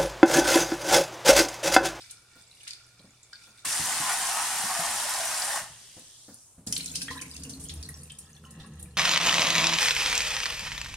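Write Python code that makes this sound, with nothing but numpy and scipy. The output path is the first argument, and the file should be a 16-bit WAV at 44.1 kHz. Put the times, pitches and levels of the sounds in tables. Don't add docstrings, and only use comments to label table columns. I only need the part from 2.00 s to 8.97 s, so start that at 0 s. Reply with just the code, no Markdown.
import sys
import numpy as np
from scipy import signal
from scipy.fft import rfft, irfft, next_fast_len
from scipy.io import wavfile
from scipy.ndimage import uniform_filter1d, map_coordinates

SR = 44100
rng = np.random.default_rng(int(sys.argv[2]) if len(sys.argv) > 2 else 0)


def digitize_waveform(pressure):
    field = np.atleast_2d(pressure).T
    bounded = np.clip(field, -1, 1)
    quanta = np.round(bounded * 32767).astype(np.int16)
    wavfile.write(sys.argv[1], SR, quanta)


N = 307377

TAP_OPEN_S, TAP_CLOSING_S, TAP_SHUT_S, POUR_START_S = 1.648, 3.575, 3.76, 4.664
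BREAKUP_S, BREAKUP_RISE_S, BREAKUP_FALL_S = 6.62, 0.1, 0.19
LN_1000 = 6.9078


def amp(db):
    return 10 ** (np.asarray(db) / 20)


def unit(x):
    return x / np.sqrt(np.mean(x ** 2) + 1e-20)


def along(points, hz):
    freqs, values = np.transpose(points)
    return np.interp(np.log(hz + 1), np.log(freqs + 1), values)


def curves(rows):
    times, *columns = np.transpose(rows)
    return [np.interp(np.arange(N) / SR, times, column) for column in columns]


def since(start_s):
    return np.maximum(np.arange(N) / SR - start_s, 0)


def after(start_s, rise_s):
    return np.minimum(since(start_s) / rise_s, 1)


def swells(rows, rise_s, fall_s):
    t = np.arange(N) / SR
    powers = (amp(2 * db) * np.exp(-2 * np.maximum((s - t) / rise_s, (t - s) / fall_s)) for s, db in rows)
    return np.sqrt(sum(powers))


def wobble(rate):
    knots = rng.standard_normal(int(N * rate / SR) + 4)
    return map_coordinates(knots, [np.arange(N) * rate / SR])


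def jitter(size, span):
    return unit(uniform_filter1d(rng.standard_normal(size), span))


def add(track, start_s, sound):
    part = track[..., max(round(start_s * SR), 0):][..., :sound.shape[-1]]
    part += sound[..., :part.shape[-1]]


def filtered(x, response):
    size = x.shape[-1]
    padded = next_fast_len(size + SR // 4, real=True)
    return irfft(rfft(x, padded) * response(np.fft.rfftfreq(padded, 1 / SR)), padded)[..., :size]


def coloured(x, spectrum):
    return unit(filtered(x, lambda hz: amp(along(spectrum, hz))))


def resonate(x, modes):
    def response(hz):
        return sum((-1) ** k * amp(db) * 1j * hz * width / (pitch ** 2 - hz ** 2 + 1j * hz * width)
                   for k, (pitch, width, db) in enumerate(modes))
    return unit(filtered(x, response))


def sustained(x, hold_s):
    power = np.abs(uniform_filter1d(x ** 2, int(hold_s * SR)))
    return x / np.sqrt(power + 1e-6)


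def noise(size=N):
    # freq_hz, correlation
    likeness = [(300, 1), (700, .99), (1300, .87), (2200, .4), (6000, .5), (15000, .55)]

    def spread(hz):
        angle = np.arccos(np.clip(along(likeness, hz), -1, 1)) / 2
        return np.array([np.cos(angle), np.sin(angle)])
    mid, side = filtered(rng.standard_normal((2, size)), spread)
    return np.array([mid + side, mid - side])


def ping(age, cycles, rise):
    age = np.maximum(age, 0, dtype=np.float32)
    life = age / cycles
    tone = np.sin(2 * np.pi * age * (1 + rise * life / 2))
    return tone * np.exp(-LN_1000 * life) * (1 - np.exp(-20 * life))


def grains(rate, low_hz, high_hz, cycles, spread_db, rise, lag_s):
    when, pitch, size, place = rng.random((int(rate * N / SR), 4)).T
    start = (when * N).astype(int)
    low = np.broadcast_to(low_hz, N)[start]
    hz = low * (high_hz / low) ** pitch
    gain = hz * amp(-spread_db * np.log(np.maximum(size, .02)))
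    lengths = (cycles * SR / hz).astype(int) + 16
    pair = np.zeros((2, N))
    for batch in np.array_split(np.arange(len(hz)), 40):
        grain = np.repeat(batch, lengths[batch])
        step = np.concatenate([np.arange(length) for length in lengths[batch]])
        for channel, side in zip(pair, (place, 1 - place)):
            rings = gain[grain] * ping(hz[grain] * (step / SR - lag_s * side[grain]), cycles, rise)
            channel += np.bincount(start[grain] + step, rings, N)[:N]
    return unit(pair)


def kitchen():
    # freq_hz, gain_db
    room_eq = [(15, -47), (25, -10), (115, -1.5), (207, -12.5), (1210, -16), (1420, -20.5), (2070, -26),
               (2370, -20.5), (3090, -22), (9020, -22), (15000, -42)]
    hum = np.sin(2 * np.pi * 119.5 * np.arange(N) / SR) * amp(3 * wobble(4.3))
    return amp(-66) * coloured(noise(), room_eq) + amp(-69) * hum


def stirring():
    # peak_s, level_db, swell_s
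    strokes = [(.025, -52.5, 0.18), (.4, -60, 0.062), (.68, -54.5, 0.14), (.88, -67, .07),
               (1.44, -55.5, 0.08), (1.59, -57, 0.041)]
    # freq_hz, gain_db
    rice_eq = [(300, -31), (1000, -18), (2000, -7), (4500, 4.5), (7000, -0.5), (9300, 2.5), (10500, -6),
               (13000, -11.5), (16000, -30)]
    # pitch_hz, width_hz, gain_db
    hollow = [(1405, 77, 5.5), (1750, 80, -15), (1960, 170, 2.5), (2320, 116, 8.5), (3150, 380, 2.5),
              (3570, 130, 3.5), (4060, 290, -10), (5000, 230, -21), (9700, 400, -14)]
    turn_s, cup_at_s, cup_share = 0.715, 0.19, 0.7
    sweeps = [swells([(s, db)], swell_s, 0.58 * swell_s) for s, db, swell_s in strokes]
    effort = np.hypot(amp(-64.5), np.linalg.norm(sweeps, axis=0))
    facing = np.cos(2 * np.pi * (np.arange(N) / SR - cup_at_s) / turn_s) - np.cos(np.pi * cup_share)
    cup_db = np.interp(facing, [-.1, .1], [-81, -69])
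    ticks = grains(rate=2600, low_hz=910, high_hz=15000, cycles=9.5, spread_db=4.5, rise=.097,
                   lag_s=.00016)
    froth = grains(rate=500, low_hz=1496, high_hz=10950, cycles=38, spread_db=4.5, rise=.071,
                   lag_s=.00021)
    rub = unit(ticks + amp(-1) * froth + amp(1.5) * noise())
    swish = effort * (amp(2) * coloured(rub, rice_eq) + amp(-5) * resonate(rub, hollow[1:]))
    cup = amp(cup_db + 1.5 * wobble(11.3)) * unit(effort ** 0.37) * resonate(rub, hollow[:1])
    pan = amp([[-.4], [.4]])
    return (swish + cup) * pan * (1 - after(TAP_OPEN_S, .02))


def splashes():
    # start_s, level_db, brightest_hz, t60_s
    slaps = [(.004, -39.5, 3900, 0.091), (.095, -41, 4000, .1), (.108, -29, 7350, 0.043),
             (.667, -36, 2500, 0.1), (0.676, -26, 4520, 0.047), (.707, -28, 4670, .016),
             (.733, -30, 4660, .015), (1.329, -37, 4200, .025), (2.912, -21, 9000, .02),
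             (3.253, -16, 9000, 0.023), (3.397, -21, 9300, .02), (3.995, -30, 8000, .013),
             (4.343, -35, 10000, .023), (4.669, -23, 5750, 0.054), (4.713, -36, 7500, .04),
             (4.7242, -12.5, 6000, 0.02), (4.764, -16, 4250, 0.026), (4.778, -18, 9300, .015),
             (4.8587, -20.5, 6360, 0.029), (4.895, -32, 5500, .034), (4.949, -28, 5500, 0.056),
             (4.954, -17, 5100, 0.06), (5.015, -22, 5040, 0.066), (5.028, -22, 8500, .022),
             (5.104, -30.5, 4060, .14), (5.213, -25, 6740, 0.056), (5.342, -31.5, 8500, .024),
             (5.364, -27.5, 5100, 0.025), (5.434, -28, 6060, 0.032), (5.494, -28, 6100, 0.08),
             (5.596, -33.5, 7700, 0.17), (5.638, -29, 9600, .06), (5.693, -29, 3930, .08),
             (5.737, -33, 9500, 0.034), (5.826, -30, 5270, 0.038), (5.887, -29, 10000, 0.054),
             (6.032, -35, 8700, 0.028), (6.097, -38, 3500, 0.055), (6.186, -27.5, 9080, 0.039),
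             (6.506, -37.5, 7900, 0.05), (6.598, -41, 3650, 0.1), (6.794, -35, 9600, .071),
             (6.829, -46, 9450, 0.13)]
    # freq_hz, gain_db
    slap_eq = [(500, -3), (1500, 3.5), (3000, -1.5), (5500, -3), (7800, -5), (9300, 4), (11000, -4.5),
               (16000, -19)]
    under_db_per_octave, over_db_per_octave = 16.5, 11.5
    track, t = np.zeros((2, N)), np.arange(SR // 6) / SR
    for start_s, db, hz, t60_s in slaps:
        life = t / t60_s
        envelope = np.exp(-LN_1000 * life) * (1 - np.exp(-22 * life))
        ragged = unit(amp(2 * jitter(len(t), span=60)))
        hump = [(hz / 8, -3 * under_db_per_octave), (hz, 0), (hz * 4, -2 * over_db_per_octave)]
        burst = coloured(coloured(rng.standard_normal((2, len(t))), hump), slap_eq)
        add(track, start_s, amp(db - 3) * burst * ragged * envelope)
    return track


def sloshes():
    # start_s, level_db, tilt_db_per_octave
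    bumps = [(.356, -49, 6.5), (.997, -49, 3.5), (1.043, -43, 1.5), (1.473, -50.5, 6.5), (1.664, -45, -1),
             (1.794, -30.5, -1.5), (1.998, -32.5, 1.5), (2.638, -37.5, -0.5), (2.789, -35, -1),
             (3.609, -42.5, -4.5), (3.693, -43, -7), (3.967, -40.5, 4), (4.282, -39, 4.5), (4.581, -38, 0),
             (4.666, -28, -1.5), (6.584, -45, 4), (6.602, -35.5, -7)]
    # freq_hz, gain_db
    thud_eq = [(25, -20.5), (55, -9), (85, 1.5), (160, 4), (260, 3), (400, -15.5), (520, -9), (800, -22),
               (1700, -29.5), (2600, -43), (8000, -54)]
    track, t = np.zeros((2, N)), np.arange(SR // 4) / SR
    envelope = (1 - np.exp(-t / 0.00047)) * np.exp(-t / 0.031)
    for start_s, db, tilt in bumps:
        tilted_eq = [(hz, gain_db + tilt * np.log2(hz)) for hz, gain_db in thud_eq]
        add(track, start_s, amp(db - 6.5) * coloured(noise(len(t)), tilted_eq) * envelope)
    return track


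def plinks():
    # start_s, level_db, pitch_hz
    hits = [(.513, -45, 3970), (.607, -42.5, 2890), (.7075, -28, 4800), (.733, -34, 4500),
            (.994, -44, 4000), (1.231, -40.5, 7230), (1.329, -39.5, 1457), (1.331, -39.5, 1610),
            (1.332, -31.5, 4750), (1.356, -38, 4400), (1.647, -30.5, 1094), (3.42, -20.5, 4930),
            (3.505, -23.5, 1776), (4.727, -20, 5760), (4.733, -28.5, 3130), (4.797, -33.5, 2280),
            (4.807, -24.5, 4280), (4.844, -29, 8260), (4.879, -30, 4020), (4.954, -31, 2980),
            (5.014, -37.5, 1560), (5.0825, -26, 1850), (5.083, -32, 3240), (5.101, -29.5, 1930),
            (5.111, -30, 1044), (5.159, -37.5, 1003), (5.174, -38.5, 1767), (5.223, -34, 2350),
            (5.256, -37.5, 2260), (5.695, -31, 3410), (5.889, -35, 1870), (6.102, -33.5, 3100),
            (6.119, -33, 8500), (6.366, -44, 3440), (6.44, -44.5, 1315), (6.457, -45, 1050),
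            (6.602, -40, 3750), (6.643, -44.5, 1063), (6.828, -27, 9350)]
    track, t = np.zeros((2, N)), np.arange(SR // 8) / SR
    for start_s, db, hz in hits:
        sway_s = 0.013 * np.cumsum(jitter(len(t), span=90)) / SR
        lag_s = rng.uniform(0, 0.00028, (2, 1))
        ring = ping(hz * (t + sway_s - lag_s), cycles=86, rise=0.018)
        band = [(hz / 2, -35), (hz * 0.85, -8), (hz, 0), (hz * 1.2, -10), (hz * 2, -50)]
        burst = coloured(noise(len(t)), band) * np.exp(-t / 0.0046)
        add(track, start_s, amp(db) * (ring + amp(-8) * burst))
    return track


def spray():
    # freq_hz, gain_db
    hiss_eq = [(1060, -16.5), (1800, -0.5), (2330, -7), (3170, -6), (3740, -6.5), (5910, -2.5), (6710, -4),
               (7360, -0.5), (8280, -3.5), (9160, 2), (10700, -8.5), (12100, -10), (15000, -25),
               (16000, -20)]
    # time_s, lowest_hz
    depth = [(1.65, 947), (1.85, 708), (2.4, 718), (3.0, 635), (3.6, 590)]
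    # freq_hz, gain_db
    cloud_eq = [(450, -4.5), (750, 4.5), (1080, -0.5), (1420, -3.5), (1850, -7.5), (2300, -12),
                (3200, -9.5)]
    # pitch_hz, width_hz, gain_db
    pot_modes = [(826, 15, 3), (900, 440, -15.5), (1067, 79, 6.5), (1304, 64, -11), (1470, 41, 5.5),
                 (1824, 38, 0), (1820, 42, 9)]
    # freq_hz, gain_db
    churn_eq = [(25, -36), (80, 5), (160, 4.5), (270, 8), (400, -9.5), (700, 16), (2000, -32)]
    # peak_s, level_db
    surges = [(2.1, -29), (2.39, -32.5), (2.7, -35), (2.85, -35.5), (3.58, -34)]
    # freq_hz, left_minus_right_db
    lean = [(600, .3), (1290, 1.0), (2380, -1.3), (4400, .5), (8120, 1.5), (15000, -4.5)]
    running_s = since(TAP_OPEN_S)
    lowest_hz, = curves(depth)
    drops = grains(rate=9000, low_hz=1813, high_hz=15300, cycles=13.5, spread_db=7.5, rise=.06,
                   lag_s=.00003)
    spatter = unit(drops * amp(1.5 * wobble(110)))
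    hiss = coloured(amp(5) * noise() + spatter, hiss_eq)
    bubbles = grains(rate=3200, low_hz=lowest_hz * np.exp(.07 * wobble(600)), high_hz=3073,
                     cycles=30.6, spread_db=3, rise=.018, lag_s=.0001)
    pot_ring = resonate(np.roll(bubbles, SR // 100, axis=1), pot_modes)
    cloud = unit(coloured(bubbles, cloud_eq) + amp(-8) * pot_ring)
    churn = coloured(noise(), churn_eq) * amp(-51.5 - 3 * running_s + 3.1 * wobble(10))
    hiss *= amp(-29.5 - 1.35 * running_s + 0.17 * wobble(16))
    air = amp(-35 - 1.64 * running_s) * (1 - 0.75 * np.exp(-running_s / 0.22))
    cloud *= np.hypot(air, swells(surges, rise_s=0.031, fall_s=0.036)) * amp(0.74 * wobble(13))
    water = filtered(hiss + cloud + churn, lambda hz: amp(np.outer([.5, -.5], along(lean, hz))))
    valve = amp(-223 * since(TAP_CLOSING_S))
    return valve * water * after(TAP_OPEN_S, 0.0026) * (1 - after(TAP_SHUT_S, 0.069))


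def foam():
    # time_s, level_db, lowest_hz
    thinning = [(3.55, -48, 2210), (3.7, -52, 2374), (4.0, -53, 2730), (4.25, -53, 3380),
                (4.42, -56.5, 5100), (4.55, -60, 6420), (4.7, -71, 8150)]
    # freq_hz, gain_db
    fizz_eq = [(600, -7.5), (1200, -13), (1880, -1.5), (2400, -5.5), (3200, -0.5), (4100, -3.5), (5500, -1),
               (7500, -1.5), (9200, 1), (10500, -8.5), (13000, -16.5), (16000, -26)]
    level_db, lowest_hz = curves(thinning)
    fizz = grains(rate=6300, low_hz=lowest_hz, high_hz=15000, cycles=14, spread_db=3, rise=.11,
                  lag_s=.0001)
    bed = noise() * (1 - after(3.98, 0.33))
    fade = after(TAP_SHUT_S - .2, 0.076) * (1 - after(POUR_START_S, .1))
    return amp(level_db) * coloured(fizz + amp(-1.5) * bed, fizz_eq) * fade


def pouring():
    # freq_hz, gain_db
    splatter_eq = [(500, 7.5), (1200, -4.5), (2000, -8), (4000, -11), (6000, 1), (8000, 3.5), (9300, 8.5),
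                   (10500, -3.5), (13000, -2.5), (16000, -17)]
    level = amp(-43 - 11 * since(POUR_START_S))
    drops = grains(rate=850, low_hz=1450, high_hz=16600, cycles=8.1, spread_db=2, rise=.13,
                   lag_s=.000325)
    bubbles = grains(rate=700, low_hz=1306, high_hz=11460, cycles=82, spread_db=3, rise=.22,
                     lag_s=.000272)
    splatter = coloured(amp(-1) * drops + amp(-2) * bubbles + amp(-9.5) * noise(), splatter_eq)
    clumps = unit(amp(2.8 * wobble(45)))
    return level * splatter * clumps * after(POUR_START_S, 0.0031)


def gurgle():
    middling = grains(rate=110, low_hz=2317, high_hz=6990, cycles=50, spread_db=5.5, rise=.1,
                      lag_s=.00021)
    big = grains(rate=180, low_hz=988, high_hz=3080, cycles=55, spread_db=.5, rise=.05, lag_s=.00023)
    fading = amp(-49.5 - 7 * since(POUR_START_S))
    breakup = swells([(BREAKUP_S, -63)], BREAKUP_RISE_S, BREAKUP_FALL_S)
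    gulp = swells([(5.19, -44.5)], rise_s=0.051, fall_s=0.034)
    return (np.hypot(fading, breakup) * middling + gulp * big) * after(POUR_START_S, .05)


def drumming():
    # time_s, level_db
    pressure = [(4.72, -49.5), (5.27, -47.5), (5.3, -57.5), (5.46, -44), (5.81, -53), (5.91, -46),
                (5.94, -62), (6.01, -50.5), (6.22, -60), (6.56, -50.5), (6.57, -46), (6.97, -54)]
    # pitch_hz, width_hz, struck_by_wall_db, struck_in_middle_db
    floor_modes = [(118, 8.7, -4.5, -8), (150.4, 9.9, 2.5, 3), (179.4, 11, 0, -3), (219.2, 8.5, -8, -4),
                   (265, 14, 1.5, -13.5), (332.3, 7.4, -22, -11), (422, 11, -17.5, -16.5),
                   (497.6, 23, -16, -17.5), (590, 37, -27, -29), (806, 10, -37, -32)]
    # peak_s, level_db
    gushes = [(4.69, -50), (5.11, -49.5), (5.39, -47.5), (5.62, -44.5), (5.79, -39.5), (5.9, -42.5),
              (6.85, -42)]
    boom_hz, boom_width_hz = 76.6, 4
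    drum_db, = curves(pressure)
    inward = after(5.56, rise_s=0.52)
    push = rng.standard_normal(N) * amp(1.4 * wobble(45))
    by_wall = resonate(push, [(hz, width, db) for hz, width, db, _ in floor_modes])
    in_middle = resonate(push, [(hz, width, db) for hz, width, _, db in floor_modes])
    drum = sustained((1 - inward) * by_wall + inward * in_middle, hold_s=.12)
    drum *= amp(drum_db + 0.84 + 1.24 * wobble(16))
    boom = sustained(resonate(push, [(boom_hz, boom_width_hz, 0)]), hold_s=0.31)
    boom *= np.hypot(amp(-57.5), swells(gushes, rise_s=0.071, fall_s=0.077))
    return (boom + drum) * after(POUR_START_S, .006)


def trickle():
    # pitch_hz, width_hz, gain_db
    steel_modes = [(790, 40, 5), (950, 30, 0), (1064, 41, 3.5), (1302, 31, 5.5), (1690, 91, 4.5),
                   (1890, 71, 5.5), (2770, 120, 2.5), (3420, 180, -4.5), (4060, 350, -3), (4660, 100, -11)]
    level = np.hypot(amp(-66.5), swells([(BREAKUP_S, -56)], BREAKUP_RISE_S, BREAKUP_FALL_S))
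    patter = grains(rate=700, low_hz=595, high_hz=5900, cycles=4.1, spread_db=2.5, rise=0, lag_s=.00016)
    clumps = amp(2.5 * wobble(30))
    return level * resonate(patter * clumps, steel_modes) * after(5.7, rise_s=0.12)


def reflections(x, t60_s, delay_s):
    wet, t, hop = np.zeros((2, N)), np.arange(SR // 3) / SR, SR // 10
    decay = np.exp(-LN_1000 * t / t60_s) * (t > delay_s)
    for start in range(0, N, hop):
        tail = noise(len(t)) * decay
        tail /= np.sqrt(np.sum(tail[0] ** 2))
        add(wet, start / SR, signal.fftconvolve(x[:, start:start + hop], tail, axes=1))
    return filtered(wet, lambda hz: hz ** 2 / (hz ** 2 + 600 ** 2))


def scene():
    water = (stirring() + spray() + foam() + pouring() + gurgle() + drumming() + trickle()
             + splashes() + plinks() + sloshes())
    basin = amp(-4.5) * reflections(water, t60_s=0.14, delay_s=0.0012)
    walls = amp(-6) * reflections(water, t60_s=0.57, delay_s=0.01)
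    walls = filtered(walls, lambda hz: 1 / np.hypot(1, hz / 5000))
    return amp(-0.5) * (water + basin + walls) + kitchen()


def record(dry):
    # freq_hz, side_gain_db
    width = [(25, -27), (120, -16), (300, -16), (550, -4), (1000, -3.5), (2000, -1), (8000, .7),
             (15000, 0.5)]
    top_hz = 15850
    rumble = coloured(rng.standard_normal((2, N)), [(25, 0), (300, -8), (3000, -30)])
    left, right = dry + amp(-81) * rumble
    mid = filtered((left + right) / 2, lambda hz: hz < top_hz)
    side = filtered((left - right) / 2, lambda hz: (hz < top_hz) * amp(along(width, hz)))
    return np.array([mid + side, mid - side])


dry = scene()
out = record(dry)
digitize_waveform(out)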